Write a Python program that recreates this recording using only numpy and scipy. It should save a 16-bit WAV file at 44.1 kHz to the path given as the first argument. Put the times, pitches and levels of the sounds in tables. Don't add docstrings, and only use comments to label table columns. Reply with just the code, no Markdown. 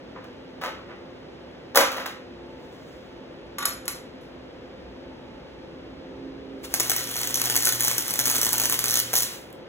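import sys
import numpy as np
from scipy import signal
from scipy.fft import rfft, irfft
from scipy.io import wavfile
from scipy.ndimage import uniform_filter1d

SR = 44100
rng = np.random.default_rng(int(sys.argv[2]) if len(sys.argv) > 2 else 0)


def master(y):
    cut = np.clip(np.atleast_2d(y).T, -1, 1)
    pcm = np.round(cut * 32767)
    wavfile.write(sys.argv[1], SR, pcm.astype(np.int16))


N = 426888
T, HZ = np.arange(N) / SR, np.fft.rfftfreq(N, 1 / SR)
RING_T, RING_HZ = T[:32768], np.fft.rfftfreq(32768, 1 / SR)
MAINS_HZ, CREST_TURNS = 60, .87
BAND_EDGE_HZ, LEAD_SAMPLES = 15880, 500

# frequency in Hz, relative density in dB.
FAN_SPECTRUM = [(10, -74.5), (25, -47.5), (40, -17), (62, -11.5), (100, -7.5), (190, -4), (340, -1),
                (440, -3.5), (520, -.5), (630, -7.5), (1100, -15), (3200, -20.5), (5200, -29), (7500, -43),
                (15500, -54.5)]
RUMBLE_SPECTRUM = [(10, -76), (25, -39.5), (40, -13.5), (60, -1.5), (95, -12.5), (170, -9.5), (300, -28.5),
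                   (1000, -61), (4000, -87)]
SLEEVE_SPECTRUM = [(500, -3), (3000, 2), (6500, 2), (10000, -7), (15000, -6)]
SHEET_SPECTRUM = [(30, -53), (150, -31), (300, -21.5), (420, -15), (520, -5), (680, -9), (1200, -7.5),
                  (1550, -10), (2600, -14), (4000, -15), (6000, -17), (9000, -24.5), (12000, -17),
                  (14000, -25), (15600, -16)]
CLINK_SPECTRUM = [(100, -36), (500, -14.5), (800, -7.5), (1200, -5), (1900, -5.5), (2600, -6.5),
                  (4000, -8.5), (5200, -9), (7000, -8.5), (9000, -10), (12000, -7), (15000, -15)]
GAS_SPECTRUM = [(300, -16), (1000, -2), (3000, 0.5), (7000, -2.5), (15000, -5.5)]
ARC_SPECTRUM = [(100, -8), (300, -5), (900, -3.5), (1600, -0.5), (2600, -6), (3700, 1.5), (4200, 2.5),
                (5000, -4), (5600, 2), (6150, -4.5), (6700, 0), (8000, -3.5), (9600, -3), (10500, -1),
                (11400, -2.5), (12600, 0.5), (13500, -2), (15100, -1.5), (15650, 0)]
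# frequency in Hz, relative gain in dB.
SIZZLE_TILT = [(100, 5), (500, -2.5), (1500, 5), (3000, 5), (6000, 4.5), (15000, -1)]
POP_TILT = [(100, -34), (1200, -12.5), (2200, -6.5), (3200, -4.5), (6000, 4.5), (15000, 1)]
THUD_TILT = [(60, -5), (220, 7.5), (500, 1.5), (1100, 7.5), (1900, 3), (2500, 13), (4000, -34),
             (15000, -39)]
# frequency in Hz, level in dB.
FAN_TONES = [(65, -65), (258.4, -56), (344.5, -55.5), (516.8, -56.5), (877.5, -65.5)]
DRONE_TONES = [(269.2, -3), (319, -11), (396, -10), (431, -12)]
# multiple of the mains frequency, relative level in dB.
HUM_HARMONICS = [(2, -0.5), (4, -26), (6, -11)]
# time in seconds, level in dB.
RUMBLE_LEVEL = [(0, -61), (1.8, -76), (2.5, -58), (6.3, -51.5), (8.5, -77)]
DRONE_LEVEL = [(0, -59), (5.3, -62), (5.9, -50), (6.27, -38.5), (6.42, -42), (6.57, -40), (6.8, -49),
               (7.3, -47), (8, -80)]
HUM_LEVEL = [(6.74, -66), (6.81, -50), (7.39, -50), (7.44, -45), (7.97, -47.5), (8.03, -54), (8.23, -46.5),
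             (9.19, -49), (9.28, -46)]
HEAT_LEVEL = [(6.75, -31.5), (6.93, -27.5), (7.08, -35), (7.22, -28), (7.31, -33.5), (7.42, -26),
              (7.6, -27), (7.67, -25.5), (7.76, -32.5), (7.88, -26.5), (8.02, -32), (8.3, -26),
              (8.46, -28.5), (8.53, -27), (8.65, -27), (8.8, -31), (8.98, -25.5), (9.1, -29), (9.16, -28),
              (9.26, -34.5)]
# time in seconds, offset from the crack level in dB.
DROPLET_THUD = [(6.75, -13), (7.25, -17.5), (7.5, -14.5), (8.0, -16), (8.42, -12), (8.95, -18),
                (9.26, -22.5)]
# frequency in Hz, relative level in dB, t60 in seconds.
SHEET_MODES = [(487, -4, .25), (527, 1, .26), (550, -1, .2), (734, -4, .2), (775, -1, .2), (797, -4, .25),
               (880, -4, .2), (990, 1, .18), (1012, 1, .2), (1091, -2, .2), (1187, 1, .27), (1253, -1, .2),
               (1589, -3, .22), (1884, -8, .22), (2105, -9, .25), (2396, -9, .25)]
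PLIER_MODES = [(1153, -3, .1), (1252, -7, .07), (1430, -7, .08), (1467, -9, .07), (1903, -17, .2),
               (3043, -19, .45), (3718, -12, .18), (4150, -3, .06), (5170, 1, .05), (5630, -6, .05),
               (6640, 0, .045), (6794, -1, .05), (7144, -18, .2), (7499, -16, .2), (7860, -5, .04),
               (9650, -2, .035), (10250, 1, .03), (10572, 3, .03), (10926, 3, .03), (11420, 5, .032),
               (11600, 1, .032)]
CHAIN_MODES = [(1540, 0, .04), (1836, 1, 0.056), (2190, -3.5, 0.06), (3000, 1, .02), (3380, -1, 0.067),
               (3634, -5, 0.074), (4060, 10, .035)]
# frequency in Hz, t60 in seconds.
ROOM_T60 = [(150, 0.25), (600, 0.27), (1500, 0.48), (4000, 0.4), (9000, 0.3), (15000, 0.2)]
BENCH_T60 = [(700, 0.33), (3000, .25), (8000, 0.14), (14000, 0.17)]
# start in seconds, strength in dB, rattle decay in ms, treble in dB.
KNOCKS = [(.157, -33, 13, -52), (.241, -41, 3.7, -14), (.613, -25.5, 21, -15.5), (.638, -25.5, 18, -10),
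          (.659, -28, 19, -16), (.79, -40, 25, -28), (.887, -34, 28, -35), (1.748, -20.5, 14.5, -9),
          (1.757, -18.5, 6.3, 12.5), (1.772, -10, 4.6, 2.5), (1.79, -23.5, 12.1, -6), (1.806, -16.5, 8, -1),
          (1.825, -35, 8, -8), (1.917, -27, 19, -2), (1.964, -24, 26, -10.5), (2.0, -29, 18, -14),
          (2.059, -25.5, 4.8, -3), (2.084, -37, 11, -19)]
# start in seconds, tick in dB, tick decay in ms, ring in dB, treble in dB.
CLINKS = [(3.584, -28, 4.2, -27, -7), (3.604, -36, 6, -30, -14), (3.625, -28, 5.4, -24.5, -13.5),
          (3.654, -24.5, 1.4, -20.5, 1.5), (3.855, -42, 3.6, -48, -3), (3.880, -28, 1.6, -30.5, 3),
          (4.21, -54, 45, -64.5, -8)]
# start in seconds, end in seconds.
BURNS = [(6.737, 9.015), (9.127, 9.265)]
# start in seconds, crack in dB, thud in dB, spray in ms.
POPS = [(6.7404, -12, -28, 2.8), (6.7989, -13.5, -32, 2.8), (6.8038, -13, -28, 4.1),
        (6.8144, -26, -39, 2.5), (6.897, -12, -29.5, 3.6), (6.904, -14, -35, 3.4), (6.917, -17, -28.5, 3.7),
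        (6.964, -17, -34, 3.5), (7.2739, -20, -44, 1.1), (7.3429, -15.5, -45, 3), (7.3569, -16, -41, 3.1),
        (7.383, -23, -48, 2.4), (7.4405, -20.5, -35, 1.9), (7.4158, -13.5, -26.5, 3.2),
        (7.4567, -17.5, -38, 3.6), (7.4994, -17, -28.5, 2.8), (7.556, -15, -28.5, 2.3),
        (7.5641, -10.5, -31, 2.8), (7.5741, -15.5, -30, 2.1), (7.6237, -17.5, -42, 2.3),
        (7.6327, -19, -38, 2.3), (7.6644, -15, -40, 2.4), (7.6906, -13.5, -35, 2.4),
        (7.6493, -16, -42, 2.2), (7.6544, -11.5, -39, 3.9), (7.6711, -11.5, -26.5, 5.8),
        (7.6805, -17, -31, 5), (7.7236, -15.5, -42, 2.9), (7.7984, -21, -44, 2.6), (7.824, -19, -40, 2.2),
        (7.8341, -19, -40, 2.5), (7.8412, -17, -35, 2.2), (7.8072, -13, -36, 1.6),
        (7.8481, -15, -34.5, 3.7), (7.8729, -17, -39, 3.8), (7.8811, -12, -30.5, 3.0),
        (7.9139, -17, -33, 2.5), (7.9817, -13.5, -34.0, 3.8), (8.0812, -19.5, -40, 1.5),
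        (8.1389, -18, -38, 2.5), (8.191, -12, -33, 3.4), (8.199, -17, -34, 2.4), (8.2126, -22, -46, 1.6),
        (8.2563, -13, -44, 1.6), (8.2636, -15.5, -47, 2.5), (8.2722, -15, -30, 3.6),
        (8.2993, -13.5, -34, 3.4), (8.3058, -21, -43, 2.4), (8.3142, -16.5, -40, 3.3),
        (8.35, -20, -32, 2.2), (8.356, -15, -33.5, 2.3), (8.365, -15.5, -33, 2.8), (8.3822, -18, -32, 3.5),
        (8.415, -13, -36, 2.9), (8.431, -12, -34, 2.6), (8.449, -17, -43, 1.7), (8.4573, -16, -36, 2.2),
        (8.4664, -15, -32, 2.3), (8.4902, -19, -35, 2.2), (8.5306, -12.5, -36.5, 4.6),
        (8.581, -15.5, -45, 3.2), (8.5992, -14, -31, 3.2), (8.6171, -18, -35, 2.2), (8.637, -19, -34, 2),
        (8.656, -13.5, -28, 2.8), (8.6981, -15, -31.5, 2.7), (8.724, -14, -33, 2.6),
        (8.7321, -18, -32.5, 1.8), (8.741, -25, -38, 2.2), (8.7911, -14, -39, 3.4),
        (8.8413, -15.5, -31, 1.7), (8.8573, -17.5, -37, 2.4), (8.8825, -16, -46, 2.2),
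        (8.89, -22, -40, 2.2), (8.8987, -16.5, -41, 1.4), (8.9086, -17, -42, 2.2), (8.916, -19, -42, 2.2),
        (8.9407, -15.5, -44, 3.2), (8.956, -12.5, -46, 3.2), (8.9659, -21, -46, 2.2),
        (8.973, -14, -41, 1.4), (8.9913, -15.5, -42, 2), (9.0, -13.5, -44, 2.4), (9.1324, -18.5, -30, 1.5),
        (9.1381, -14, -26.5, 7.0), (9.1543, -11.5, -37.5, 6.2), (9.1634, -13, -38, 7.1),
        (9.1711, -14.5, -41, 6.8), (9.1806, -15.5, -38, 3.1), (9.1876, -16.5, -40, 2.4),
        (9.2054, -17.5, -43, 1.6), (9.223, -16, -38, 2.8), (9.2323, -17, -40, 2.4)]
# start in seconds, strength in dB.
SLAG_TICKS = [(9.504, -53.5), (9.528, -47.5)]
# delay in ms, signed gain.
NEAR_ECHOES = [(.34, .12), (.567, -.17), (.612, .17), (.771, -.2), (.839, -.12), (1.179, -.13)]
# frequency in Hz, coherence from 0 to 1.
COHERENCE = [(60, .99), (120, .96), (240, .75), (480, .53), (850, .25), (1600, .3), (2600, .45), (3800, .7),
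             (4700, .9), (15000, .88)]
# frequency in Hz, lag in radians.
RIGHT_LAG = [(0, 0), (1600, .25), (2400, 2.4), (3500, 1.9), (4700, 3.14), (7000, 6.28), (8900, 9.42),
             (11000, 12.57), (13150, 15.7), (15100, 18.85), (17000, 19.5)]


def gain_of(db):
    return 10 ** (np.asarray(db) / 20)


def unit_rms(x):
    return x / np.sqrt(np.mean(x ** 2) + 1e-20)


def unit_energy(x):
    return unit_rms(x) / np.sqrt(x.shape[-1])


def at_hz(table, hz):
    table_hz, value = np.transpose(table)
    return np.interp(np.log(hz + 1), np.log(table_hz + 1), value)


def envelope(curve):
    return gain_of(np.interp(T, *np.transpose(curve)))


def swell(peak_s, width_s):
    return np.exp(-((T - peak_s) / width_s) ** 2)


def add(mix, start_s, sound):
    part = mix[:, round(start_s * SR):][:, :sound.shape[-1]]
    part += sound[..., :part.shape[-1]]


def colour(x, *spectra):
    return irfft(rfft(x) * unit_rms(gain_of(sum(at_hz(s, HZ) for s in spectra))), N)


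def stereo_noise(spread=1, size=N):
    left, other = rfft(rng.standard_normal((2, size)))
    diffuse = at_hz(COHERENCE, np.fft.rfftfreq(size, 1 / SR))
    same = np.clip(1 - spread * (1 - diffuse), 0, 1)
    return irfft(np.array([left, same * left + np.sqrt(1 - same ** 2) * other]), size)


def wander(rate_hz):
    return unit_rms(irfft(rfft(rng.standard_normal(N)) * np.exp(-(HZ / rate_hz) ** 2), N))


def tones(lines, waver, rate_hz):
    out = 0
    for hz, db in lines:
        amplitude = gain_of(db) * np.sqrt(2) * (1 + waver / 2 * wander(rate_hz))
        out += amplitude * np.sin(2 * np.pi * hz * T + waver * wander(rate_hz))
    return out


def tail(t60s, spread=1):
    hz, t, bands = signal.stft(stereo_noise(spread, len(RING_T)), SR, nperseg=256)
    decay = gain_of(-60 * t / at_hz(t60s, hz)[:, None])
    return signal.istft(bands * decay, SR, nperseg=256)[1][:, :len(RING_T)]


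def mode_rings(modes):
    return np.array([gain_of(db - 60 * RING_T / t60_s) * np.sin(2 * np.pi * hz * RING_T)
                     for hz, db, t60_s in modes])


def struck_modes(modes, spread_db):
    weights = rng.choice([-1, 1], len(modes)) * gain_of(spread_db * rng.standard_normal(len(modes)))
    return weights @ mode_rings(modes)


def driven_modes(force, modes):
    return signal.fftconvolve(force, unit_energy(mode_rings(modes).sum(0))[None], axes=1)[:, :N]


def add_impact(mix, start_s, spectrum, treble_db, shelf_hz=5000):
    shelf = 1 / (1 + (shelf_hz / (RING_HZ + 1)) ** 3)
    impact = np.sqrt(SR / 100) * irfft(spectrum * gain_of(treble_db * shelf))
    add(mix, start_s - LEAD_SAMPLES / SR, np.roll(impact, LEAD_SAMPLES, axis=1))


def workshop(x, wet_db, build_ms, drift_hz=.4495):
    turn, wet = 2 * np.pi * drift_hz * T, 0
    build = 1 - np.exp(-(1000 * RING_T / build_ms) ** 2)
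    for share in (np.cos(turn), np.sin(turn)):
        walls = unit_energy(tail(ROOM_T60) * build)
        wet += signal.fftconvolve(share * x[:1], walls, axes=1)[:, :N]
    return x + gain_of(wet_db) * wet


def fan(air):
    return gain_of(-43.5) * colour(air, FAN_SPECTRUM) + tones(FAN_TONES, waver=1.22, rate_hz=3.56)


def rumble(air):
    return envelope(RUMBLE_LEVEL) * colour(air, RUMBLE_SPECTRUM)


def drone():
    return envelope(DRONE_LEVEL) * tones(DRONE_TONES, waver=.47, rate_hz=5.5) * gain_of([[-2], [2]])


def transformer():
    on = uniform_filter1d(1. * ((T > BURNS[0][0]) & (T < BURNS[-1][1])), size=3000)
    hum = tones([(k * MAINS_HZ, db) for k, db in HUM_HARMONICS], waver=.25, rate_hz=9)
    return on * envelope(HUM_LEVEL) * hum


def sleeve():
    brush = swell(peak_s=2.82, width_s=.24) * gain_of(-62.5 + 2 * wander(23))
    return brush * colour(stereo_noise(), SLEEVE_SPECTRUM)


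def sheet_knocks(boom_hz=650, boom_growth=.5):
    out, mean_db = np.zeros((2, N)), np.mean(KNOCKS, axis=0)[1]
    grit = stereo_noise(spread=.1) * np.exp(.5 * wander(560))
    shape = unit_rms(gain_of(at_hz(SHEET_SPECTRUM, RING_HZ)))
    bass = 1 / (1 + (RING_HZ / boom_hz) ** 4)
    mode_phase = np.exp(1j * np.outer([0, 1], np.sin(RING_HZ / 70)))
    for start_s, db, rattle_ms, treble_db in KNOCKS:
        rattle = np.exp(-1000 * RING_T / rattle_ms)
        contact = unit_energy(grit[:, round(start_s * SR):][:, :len(RING_T)] * rattle)
        wash = tail(t60s=[(500, .16), (3000, .23), (14000, .09)], spread=.54)
        dense = gain_of(-2.5) * unit_energy(wash * (1 - rattle))
        ring = gain_of(-7.5) * unit_energy(struck_modes(SHEET_MODES, spread_db=2) * (1 - rattle))
        spectrum = rfft(contact + dense) * shape + rfft(ring) * mode_phase
        boom_db = boom_growth * (db - mean_db) * bass
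        add_impact(out, start_s, spectrum * gain_of(db + boom_db), treble_db)
    return gain_of(-2.5) * out


def bench_clinks():
    out, shape = np.zeros((2, N)), unit_rms(gain_of(at_hz(CLINK_SPECTRUM, RING_HZ)))
    for start_s, tick_db, tick_ms, ring_db, treble_db in CLINKS:
        contact = np.exp(-1000 * RING_T / tick_ms)
        tick = unit_energy(stereo_noise(spread=.3, size=len(RING_T)) * contact)
        bench = gain_of(-3) * unit_energy(tail(BENCH_T60, spread=.45) * (1 - contact))
        ring = unit_energy(struck_modes(PLIER_MODES, spread_db=2.5) * (1 - contact))
        spectrum = gain_of(tick_db) * rfft(tick + bench) * shape + gain_of(ring_db) * rfft(ring)
        add_impact(out, start_s, spectrum, treble_db)
    return out


def gas(on_s=6.75, rise_s=.041, off_s=9.33, fade_s=.055):
    spurt = gain_of(-36) * swell(peak_s=6.648, width_s=.011)
    flow = gain_of(-38.5) * np.exp(np.minimum(T - on_s, 0) / rise_s - np.maximum(T - off_s, 0) / fade_s)
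    return (spurt + flow) * colour(stereo_noise(), GAS_SPECTRUM)


def cracks(rows, spike_share):
    out, t, noise = np.zeros((2, N)), T[:400], stereo_noise(spread=.15)
    from_peak_s = t - t[8]
    dip = .3 * np.exp(-(from_peak_s / t[3]) ** 2)
    spike = unit_energy(np.sinc(2 * BAND_EDGE_HZ * from_peak_s) * np.exp(-t / t[60]) - dip)
    shapes = zip(rng.uniform(.5, 1.5, 2000), rng.uniform(.7, 1.3, 2000), rng.choice([1, 1, -1], 2000))
    for (start_s, db, spray_ms), (sharpness, stretch, sign) in zip(rows, shapes):
        share = spike_share * sharpness
        fade = np.exp(-(1000 * t / (spray_ms * stretch)) ** 2)
        spray = unit_energy(noise[:, round(start_s * SR):][:, :len(t)] * fade)
        crack = sign * np.sqrt(share) * spike + np.sqrt(1 - share) * spray
        add(out, start_s - t[8], gain_of(db) * np.sqrt(SR / 300) * crack)
    return out


def stuck_wire(stuck_s=.026, choke_db=-4, lull_s=.04):
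    pop_s = np.array(POPS)[:, 0]
    after_lull_s = pop_s[np.diff(pop_s, prepend=0) > lull_s]
    stuck = np.any([(T > s - stuck_s) & (T < s) for s in after_lull_s], axis=0)
    return gain_of(choke_db * uniform_filter1d(1. * stuck, size=60))


def droplets(heat_db, jitter_s=.0008, growth=.36, spread_db=6.5, cap_db=-21.5, spray_ms=2.2):
    crest_s = (np.arange(int(T[-1] * 2 * MAINS_HZ)) + CREST_TURNS) / (2 * MAINS_HZ)
    late, size, weight = np.clip(rng.standard_normal((len(crest_s), 3)), -2, 2).T
    start_s = crest_s + jitter_s * late
    local_db = np.interp(start_s, T, heat_db)
    typical_db = local_db + 1.5 + growth * (local_db - np.mean(HEAT_LEVEL, axis=0)[1])
    crack_db = np.minimum(typical_db + spread_db * np.minimum(size, 1), cap_db)
    thud_db = crack_db + np.interp(start_s, *np.transpose(DROPLET_THUD)) + 2 * weight
    free = abs(start_s[:, None] - np.array(POPS)[:, 0]).min(1) > 1 / (4 * MAINS_HZ)
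    rows = zip(start_s[free], crack_db[free], thud_db[free])
    return [(*row, spray_ms) for row in rows if any(a < row[0] < b for a, b in BURNS)]


def spits(rate_per_s, heat_db, spray_ms=3.9):
    fires = rng.random(N) < rate_per_s / SR
    db = heat_db - 9 + 3 * np.minimum(rng.exponential(1, N), 3.5)
    return cracks([(T[i], db[i], spray_ms) for i in np.flatnonzero(fires)], spike_share=.6)


def near_echoes(x):
    comb = 1 + sum(gain * np.exp(-2j * np.pi * HZ * ms / 1000) for ms, gain in NEAR_ECHOES)
    return irfft(rfft(x) * comb, N)


def arc(ripple=.45, thud_ms=3.24, slag_ms=1.4):
    burning = uniform_filter1d(sum(1. * ((T > a) & (T < b)) for a, b in BURNS), size=200)
    current = 1 + ripple * np.cos(2 * np.pi * (2 * MAINS_HZ * T - CREST_TURNS))
    heat = burning * envelope(HEAT_LEVEL) * stuck_wire()
    heat_db = 20 * np.log10(abs(heat) + 1e-9)
    flicker_db = 2.2 * wander(35) + 2 * wander(1200)
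    hiss = gain_of(-11.5 + flicker_db) * heat * current * stereo_noise(spread=.7)
    bursts = list(POPS) + droplets(heat_db)
    pops = gain_of(-1.5) * cracks([(s, db, ms) for s, db, _, ms in bursts], spike_share=.28)
    slag = cracks([(s, db, slag_ms) for s, db in SLAG_TICKS], spike_share=.29)
    thuds = gain_of(4) * cracks([(s, db, thud_ms) for s, _, db, _ in bursts], spike_share=.24)
    spitting = spits(rate_per_s=170 * burning * current ** 2, heat_db=heat_db)
    direct = colour(hiss + spitting, ARC_SPECTRUM, SIZZLE_TILT)
    direct += colour(pops + slag, ARC_SPECTRUM, POP_TILT)
    direct += colour(thuds, ARC_SPECTRUM, THUD_TILT)
    steel = driven_modes(thuds, SHEET_MODES) + driven_modes(pops + slag + spitting, CHAIN_MODES)
    return near_echoes(direct) + gain_of(-18) * steel


def scene():
    air = stereo_noise()
    mix = fan(air) + rumble(air[:, ::-1]) + drone() + transformer()
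    mix += workshop(sheet_knocks() + sleeve(), wet_db=-7.5, build_ms=18.4)
    mix += workshop(bench_clinks(), wet_db=-7, build_ms=17.6)
    return mix + workshop(gas() + arc(), wet_db=-5, build_ms=2.5)


def record(dry):
    lag_rad = np.outer([0, 1], np.interp(HZ, *np.transpose(RIGHT_LAG)))
    lagged = irfft(rfft(dry) * np.exp(-1j * lag_rad), N)
    rounded = 1.1 * np.tanh(lagged / 1.1)
    lowpass = signal.firwin(301, BAND_EDGE_HZ, window=("kaiser", 8), fs=SR)
    return signal.oaconvolve(rounded, lowpass[None], "same")


dry = scene()
out = record(dry)
master(out)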